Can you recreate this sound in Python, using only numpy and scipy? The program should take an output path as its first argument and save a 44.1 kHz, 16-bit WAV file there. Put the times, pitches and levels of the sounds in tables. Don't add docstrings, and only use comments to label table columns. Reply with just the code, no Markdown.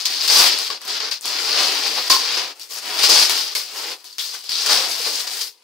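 import sys
import numpy as np
from scipy import signal
from scipy.fft import rfft, irfft, next_fast_len
from scipy.io import wavfile
from scipy.ndimage import uniform_filter1d

SR = 44100
rng = np.random.default_rng(int(sys.argv[2]) if len(sys.argv) > 2 else 0)


def decibels_to_gain(level_db):
    exponent = np.asarray(level_db, float) / 20
    return 10 ** exponent


def to_wav(s):
    ch = np.atleast_2d(s).T
    pcm = np.round(np.clip(ch, -1, 1) * 32767)
    wavfile.write(sys.argv[1], SR, pcm.astype(np.int16))


N = 248283
HZ = np.fft.rfftfreq(4096, 1 / SR)


def evened(x):
    return x / np.sqrt(np.mean(x ** 2) + 1e-20)


def read(points, hz):
    f, value = np.transpose(points)
    return np.interp(np.log(hz + 1), np.log(f + 1), value)


def colour(x, db, share=1):
    log_gain = np.log(decibels_to_gain(np.maximum(db, -100)))
    mirrored = np.r_[log_gain, log_gain[-2:0:-1]]
    whole = np.exp(np.conj(signal.hilbert(mirrored)))[:len(HZ)]
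    phase = whole / abs(whole)
    taps = np.roll(irfft(evened(abs(whole) * share) * phase), 128)[:2048]
    return signal.oaconvolve(x, taps[None], axes=1)[:, 128:N + 128]


def ring(x, hz, t60):
    r = decibels_to_gain(-60 / (t60 * SR))
    turn = 2 * np.pi * hz / SR
    return signal.lfilter([1], [1, -2 * r * np.cos(turn), r * r], x) * np.sin(turn)


def drift(count, span):
    steps = rng.standard_normal((count, N // 64 + 2))
    steps = evened(uniform_filter1d(steps, max(round(span / 64), 1), axis=1))
    return np.array([np.interp(np.arange(N) / 64, np.arange(len(s)), s) for s in steps])


# (frequency [Hz], level per Hz [dB])
HUSH = [(120, -46), (200, 11), (489, 23), (705, 10), (1020, 25), (1850, -35), (4970, 6), (10300, 15),
        (11700, -27), (15700, -14)]


def room_tone():
    return decibels_to_gain(-64.5) * colour(rng.standard_normal((2, N)), read(HUSH, HZ))


# (frequency [Hz], reverberation time t60 [s])
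ROOM = [(300, 0.23), (1500, 0.11), (5000, 0.081), (14000, 0.2)]


def room(x, count=3):
    length = SR // 3
    taps = np.zeros((count, 2, length))
    at = np.arange(80, length - 20, 20) + rng.integers(0, 20, (count, 2, (length - 81) // 20))
    np.put_along_axis(taps, at, rng.choice([-1., 1.], at.shape), 2)
    hz, t, z = signal.stft(taps, SR, nperseg=256)
    decay = decibels_to_gain(-60 * t / np.maximum(read(ROOM, hz), .02)[:, None])
    tails = signal.istft(z * decay, SR, nperseg=256)[1]
    turn = 2 * np.pi * np.arange(N) / SR / .4
    out = 0
    for k, tail in enumerate(tails):
        path = np.sqrt(2 / count) * np.cos(turn + np.pi * k / count)
        out = out + signal.oaconvolve(x * path, tail / np.linalg.norm(tail[0]), axes=1)[:, :N]
    return out


# (time [s], peak level [dB], pitch [Hz], ring t60 [s], scrape t60 [s])
FACETS = [(.701, -21.5, 1120, 0.045, 0.025), (1.114, -26, 4500, .01, .03),
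          (1.2108, -17, 7900, .0008, 0.0047), (1.968, -37, 990, 0.026, 0.11),
          (2.1, -9.5, 1050, 0.054, 0.39), (2.86, -30, 1200, 0.04, 0.3), (3.553, -18, 2180, 0.06, 0.12),
          (3.575, -24, 5300, 0.055, .05), (4.128, -27, 4680, .01, .025), (4.189, -15, 3400, 0.0076, 0.25),
          (4.493, -11, 4920, 0.0069, 0.012), (4.9, -25, 660, 0.021, 2.7), (5.27, -25, 1750, .01, 0.049),
          (.1, -33, 755, 0.045, 0.82), (1, -40, 1590, .01, .04), (4.972, -27, 2750, .006, 1.3),
          (5.0, -31, 480, 0.051, 2.5), (5.624, -42, 2630, .004, .03), (.3, -4, 4870, 0.0045, 0.93),
          (3.097, -3, 4900, 0.0027, 0.79), (4.688, -11, 4860, .004, 0.32)]


def facets():
    t, out = np.arange(SR // 3) / SR, np.zeros((2, N + SR))
    noise = rng.standard_normal((len(FACETS), 2, len(t)))
    for (s, peak_db, hz, t60, scrape_t60), z in zip(FACETS, noise):
        rough = np.gradient(np.gradient(z, axis=1), axis=1)
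        scrape = rough * decibels_to_gain(-60 * t / max(scrape_t60, .002))
        sound = ring(scrape, hz, max(t60, .0005))
        out[:, round(s * SR):][:, :len(t)] += decibels_to_gain(peak_db) * sound / abs(sound).max()
    return out[:, :N]


# (time [s], peak level [dB], box boom against it [dB], crackle t60 [s])
SNAPS = [(.0559, -8.5, -40, 0.049), (0.2775, -8, -34, 0.048), (.587, -14.5, -9.5, 0.18),
         (0.7, -27, -2, 0.09), (0.8156, -25.5, -11, 0.067), (0.851, -22, -4, 0.11),
         (.8787, -20.5, -5, .085), (1.0007, -26, -11, .098), (1.111, -20, -16, 0.041),
         (1.2105, -37, -28, .03), (1.2558, -16, -31, 0.28), (1.9774, -22, 2, 0.077),
         (2.0985, -10, -4, 0.29), (2.3711, -25, -8, 0.055), (2.5963, -25, -23, 0.088),
         (2.7, -27, -14, 0.089), (3.0355, -7.5, -12, 0.064), (3.0935, -5.5, -6, .022),
         (3.2152, -18.5, 4, 0.061), (3.2955, -6, -15, .18), (3.3764, -13, -29, 0.15),
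         (3.5511, -8.5, -17, 0.36), (4.043, -29, -10.5, 0.2), (4.13, -37, -21, .041),
         (4.183, -14, -30, 0.055), (4.4413, -29, -6, .1), (4.4945, -19.5, -45, 0.26),
         (4.662, -9, -30, 0.14), (5.0631, -17.5, -1, 0.26), (5.27, -21, -17, 0.049)]


def snaps():
    t, (crack, deep, tone) = np.arange(SR // 6) / SR, np.zeros((3, 2, N + SR))
    noise = rng.standard_normal((len(SNAPS), 2, len(t)))
    pitch = 4500 * (1 + 0.03 * rng.standard_normal(len(SNAPS)))
    for (s, peak_db, boom_db, t60), z, hz in zip(SNAPS, noise, pitch):
        tick = decibels_to_gain(-60 * t / 0.0069)
        crackle = 0.39 * decibels_to_gain(-60 * t / max(t60, .005))
        burst = z * (tick + crackle) * decibels_to_gain(peak_db)
        at = slice(round(s * SR), round(s * SR) + len(t))
        crack[:, at] += burst
        deep[:, at] += burst * decibels_to_gain(boom_db)
        tone[:, at] += decibels_to_gain(-40) * ring(burst, hz, t60=0.04)
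    drives = [deep * decibels_to_gain(-7.5), crack * decibels_to_gain(-16), crack * decibels_to_gain(-13), crack * decibels_to_gain(-8.5)]
    return [d[:, :N] for d in drives], tone[:, :N]


# (frequency [Hz], level per Hz [dB])
PAPER = [(130, -36.5), (250, -22), (420, -14), (700, -15), (1100, -10), (1700, -5), (2600, -0.5),
         (3600, 0.5), (4800, 2.5), (6000, -5), (7500, -12.5), (10000, -18), (12500, -21), (15500, -21)]
# (frequency [Hz], width [Hz], level [dB])
BOX = [(448, 45, -1), (746, 9, 6), (1050, 850, -1)]
# (frequency [Hz], width [Hz], level [dB])
PORT = (4910, 1980, 0.66)


def layers(low_hz=1050, mid_hz=3200, top_hz=7400):
    low, mid, high = (1 / (1 + (HZ / hz) ** 8) for hz in (low_hz, mid_hz, top_hz))
    rings = 1
    for hz, width, db in BOX + [PORT]:
        rings = rings + decibels_to_gain(db) / (1 + (2 * (HZ - hz) / width) ** 2)
    return read(PAPER, HZ) + 20 * np.log10(rings), (low, mid - low, high - mid, 1 - high)


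def pops(pops_per_s, cycles, clump_db, patch_db, count=28):
    size = 1.0 * (rng.random((2, N)) < pops_per_s / SR)
    size *= decibels_to_gain(clump_db * drift(count=1, span=400)) * rng.choice([-1, 1], (2, N))
    kind = rng.integers(0, count, (2, N))
    patches = decibels_to_gain(patch_db * drift(count=count, span=3200))
    out = np.zeros((2, N))
    for k, hz in enumerate(np.geomspace(170, 16500, count)):
        clicks = size * (kind == k) * patches[k] ** (1 + 400 / hz)
        out += np.sqrt(hz) * evened(ring(clicks, hz, cycles / hz))
    return evened(out)


def strokes(rows, sag_db, rise_s=0, rise_share=0):
    s, length, effort_db, heft_db, fray_db = np.transpose(rows)[:, :, None]
    t, length = np.arange(N // 44 + 2) * 44 / SR - s, np.maximum(length, .005)
    rise_db = 20 * t / (rise_s + rise_share * length)
    shape_db = np.where(t < 0, rise_db, -sag_db * t / length)
    level_db = effort_db + shape_db - 550 * np.maximum(t - length, 0)
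    boom_db = -18.5 + heft_db
    flap_db = -9.5 + 0.57 * heft_db - 0.033 * (effort_db + 31)
    parts_db = (boom_db, flap_db, -1.5, -11 + fray_db)
    return np.array([(decibels_to_gain(np.maximum(level_db, -150) + db) ** 2).sum(0) for db in parts_db])


# (time of full strength [s], length [s], effort [dB], heft [dB], fray [dB])
PULLS = [(.075, .19, -24.5, -6, -0.5), (.305, 0.17, -14.5, 0, 2.5), (.52, 0.16, -27, -3, 1),
         (.818, 0.11, -40, 5.5, 3), (.885, .095, -25, -1, -5.5), (1.035, 0.053, -29, 1.5, -3),
         (1.255, 0.827, -25.5, 1, 0), (2.2, 0.16, -24.5, 0.5, -1), (2.56, 0.048, -51.5, 9, 11),
         (2.712, 0.074, -36, 2, 12), (2.856, 0.35, -30, 9, 6.5), (3.095, .14, -15.5, 0.5, 2),
         (3.79, 0.14, -32, 5, 3), (4.441, 0.025, -35, -11, 2), (4.505, 0.12, -24.5, -9.5, -1),
         (4.8, .1, -31, 9.5, 7.5), (4.91, .305, -26, -3, 5), (5.55, .11, -63, 3, 5),
         (5.235, .025, -32, 1, 5), (5.31, 0.085, -32, 0.5, 10.5), (5.44, 0.041, -35, -5.5, 6.5)]
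# (time [s], length [s], effort [dB], heft [dB], fray [dB])
JERKS = [(0.0, 0.074, -24.5, -4, 0), (.056, 0.029, -14, -14.5, -3), (.703, 0.073, -24.5, 3, -2.5),
         (1.114, 0.062, -21.5, -6.5, -4), (1.217, 0.036, -39, -22, 15), (2.101, 0.096, -10.5, -3, 1),
         (2.369, 0.15, -22, 5, -3), (2.632, 0.073, -43.5, 3.5, 10), (3.297, 0.24, -19, -0.5, 1),
         (3.556, 0.12, -23, -7, -5), (3.985, 0.22, -51, 4, 8), (4.05, 0.21, -40.5, -10, 4.5),
         (4.194, 0.22, -26.5, -8.5, 5), (5.273, 0.061, -27, 1, 4), (5.505, 0.069, -47.5, -8, -6),
         (.485, 0.14, -17, -2, -15), (2.507, 0.026, -42, 12, -4), (3.25, 0.062, -16, -3.5, -2),
         (3.68, 0.049, -35.5, 0, -5), (1.003, 0.064, -23, 1.5, -9), (.28, 0.044, -13.5, -11, -2),
         (4.13, .02, -49, -16, 7), (3.378, 0.1, -24, -20, -9)]
# (time of top [s], length after the top [s], effort [dB], heft [dB], fray [dB])
SQUEEZES = [(.4, 0.13, -17.5, 5, 10), (.927, 0.064, -33, -10, -6), (1.4, 0.051, -27, 1, 0),
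            (1.602, 0.36, -18, 4, -1.5), (1.864, 0.095, -25.5, 6.5, 0), (1.982, 0.041, -27, 14.5, -6),
            (2.617, 0.034, -31.5, -15, 4), (2.778, 0.082, -32, -1, -7), (3.043, 0.08, -12.5, 1.5, 1),
            (3.77, 0.2, -33, 8.5, 10.5), (4.345, 0.065, -31.5, 3, 8), (4.723, 0.2, -13.5, 0, 1),
            (5.06, 0.043, -23.5, -3, -4), (5.417, 0.056, -23, -8, 6.5), (.24, 0.09, -23, -0.5, 4),
            (2.83, 0.05, -32, 6, 6.5), (2.995, 0.036, -21.5, 6.5, 5.5)]


def crumpling():
    power = strokes(PULLS, sag_db=-0.5, rise_s=0.031)
    power = power + strokes(JERKS, sag_db=13.5, rise_s=0.0044)
    power = power + strokes(SQUEEZES, sag_db=18.5, rise_share=0.68)
    swarm = pops(pops_per_s=14000, cycles=7.2, clump_db=-0.51, patch_db=1.9)
    return [swarm * np.interp(np.arange(N) / 44, np.arange(len(p)), np.sqrt(p)) for p in power]


# (frequency [Hz], coherence [0-1])
SAME = [(60, 0.34), (110, 0.51), (200, 0.92), (380, 0.95), (700, 0.9), (1290, 0.55), (2380, 0.49),
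        (4400, 0.49), (8120, 0.47), (15000, 0.33)]
# (frequency [Hz], left over right [dB])
LEAN = [(60, -6), (99, -3), (160, -1), (270, 0), (450, 0.5), (740, 1), (1220, -0.5), (2010, 2), (3330, 3),
        (5500, 6), (9080, 5), (15000, 8)]


def ports(pair):
    size = next_fast_len(N)
    hz = np.fft.rfftfreq(size, 1 / SR)
    same, (a, b) = np.clip(read(SAME, hz), 0, 1), rfft(pair, size)
    right = same * a + np.sqrt(1 - same ** 2) * b
    lean_db = read(LEAN, hz)
    both = np.array([a * decibels_to_gain(lean_db / 2), right * decibels_to_gain(-lean_db / 2)])
    return irfft(both, size)[:, :N]


def scene():
    hush = room_tone()
    ringing = facets()
    creases, paper = snaps()
    paper_db, shares = layers()
    for stroke, crease, share in zip(crumpling(), creases, shares):
        paper = paper + colour(stroke + crease, paper_db, share)
    paper = decibels_to_gain(-0.5) * paper
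    echoes = decibels_to_gain(-5) * room(paper)
    return ports(paper + echoes + ringing + hush)


def overloaded(x, knee=.55, roof=.82):
    over = np.maximum(abs(x) - knee, 0)
    bent = (roof - knee) * np.tanh(over / (roof - knee))
    held = np.sign(x) * (np.minimum(abs(x), knee) + bent)
    return held + 0.073 * over + .003 * x ** 2


def thinned(x, above_hz=7500, weak=0.65):
    hz, t, z = signal.stft(x, SR, nperseg=2048, noverlap=1024)
    near, wide = (uniform_filter1d(abs(z.mean(0)), size=n, axis=0) for n in (7, 60))
    dropped = (near < weak * wide) & (hz > above_hz)[:, None]
    return signal.istft(z * (1 - dropped), SR, nperseg=2048, noverlap=1024)[1][:, :N]


def roll_off(x):
    return signal.sosfilt(signal.butter(12, 16690, fs=SR, output="sos"), x)


def record(dry):
    x = signal.sosfilt(signal.butter(6, 138, "high", fs=SR, output="sos"), dry)
    edge = signal.firwin(511, 15760, window=("kaiser", 3), fs=SR)
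    top = signal.oaconvolve(overloaded(x), edge[None], "same")
    return roll_off(thinned(top))


dry = scene()
out = record(dry)
to_wav(out)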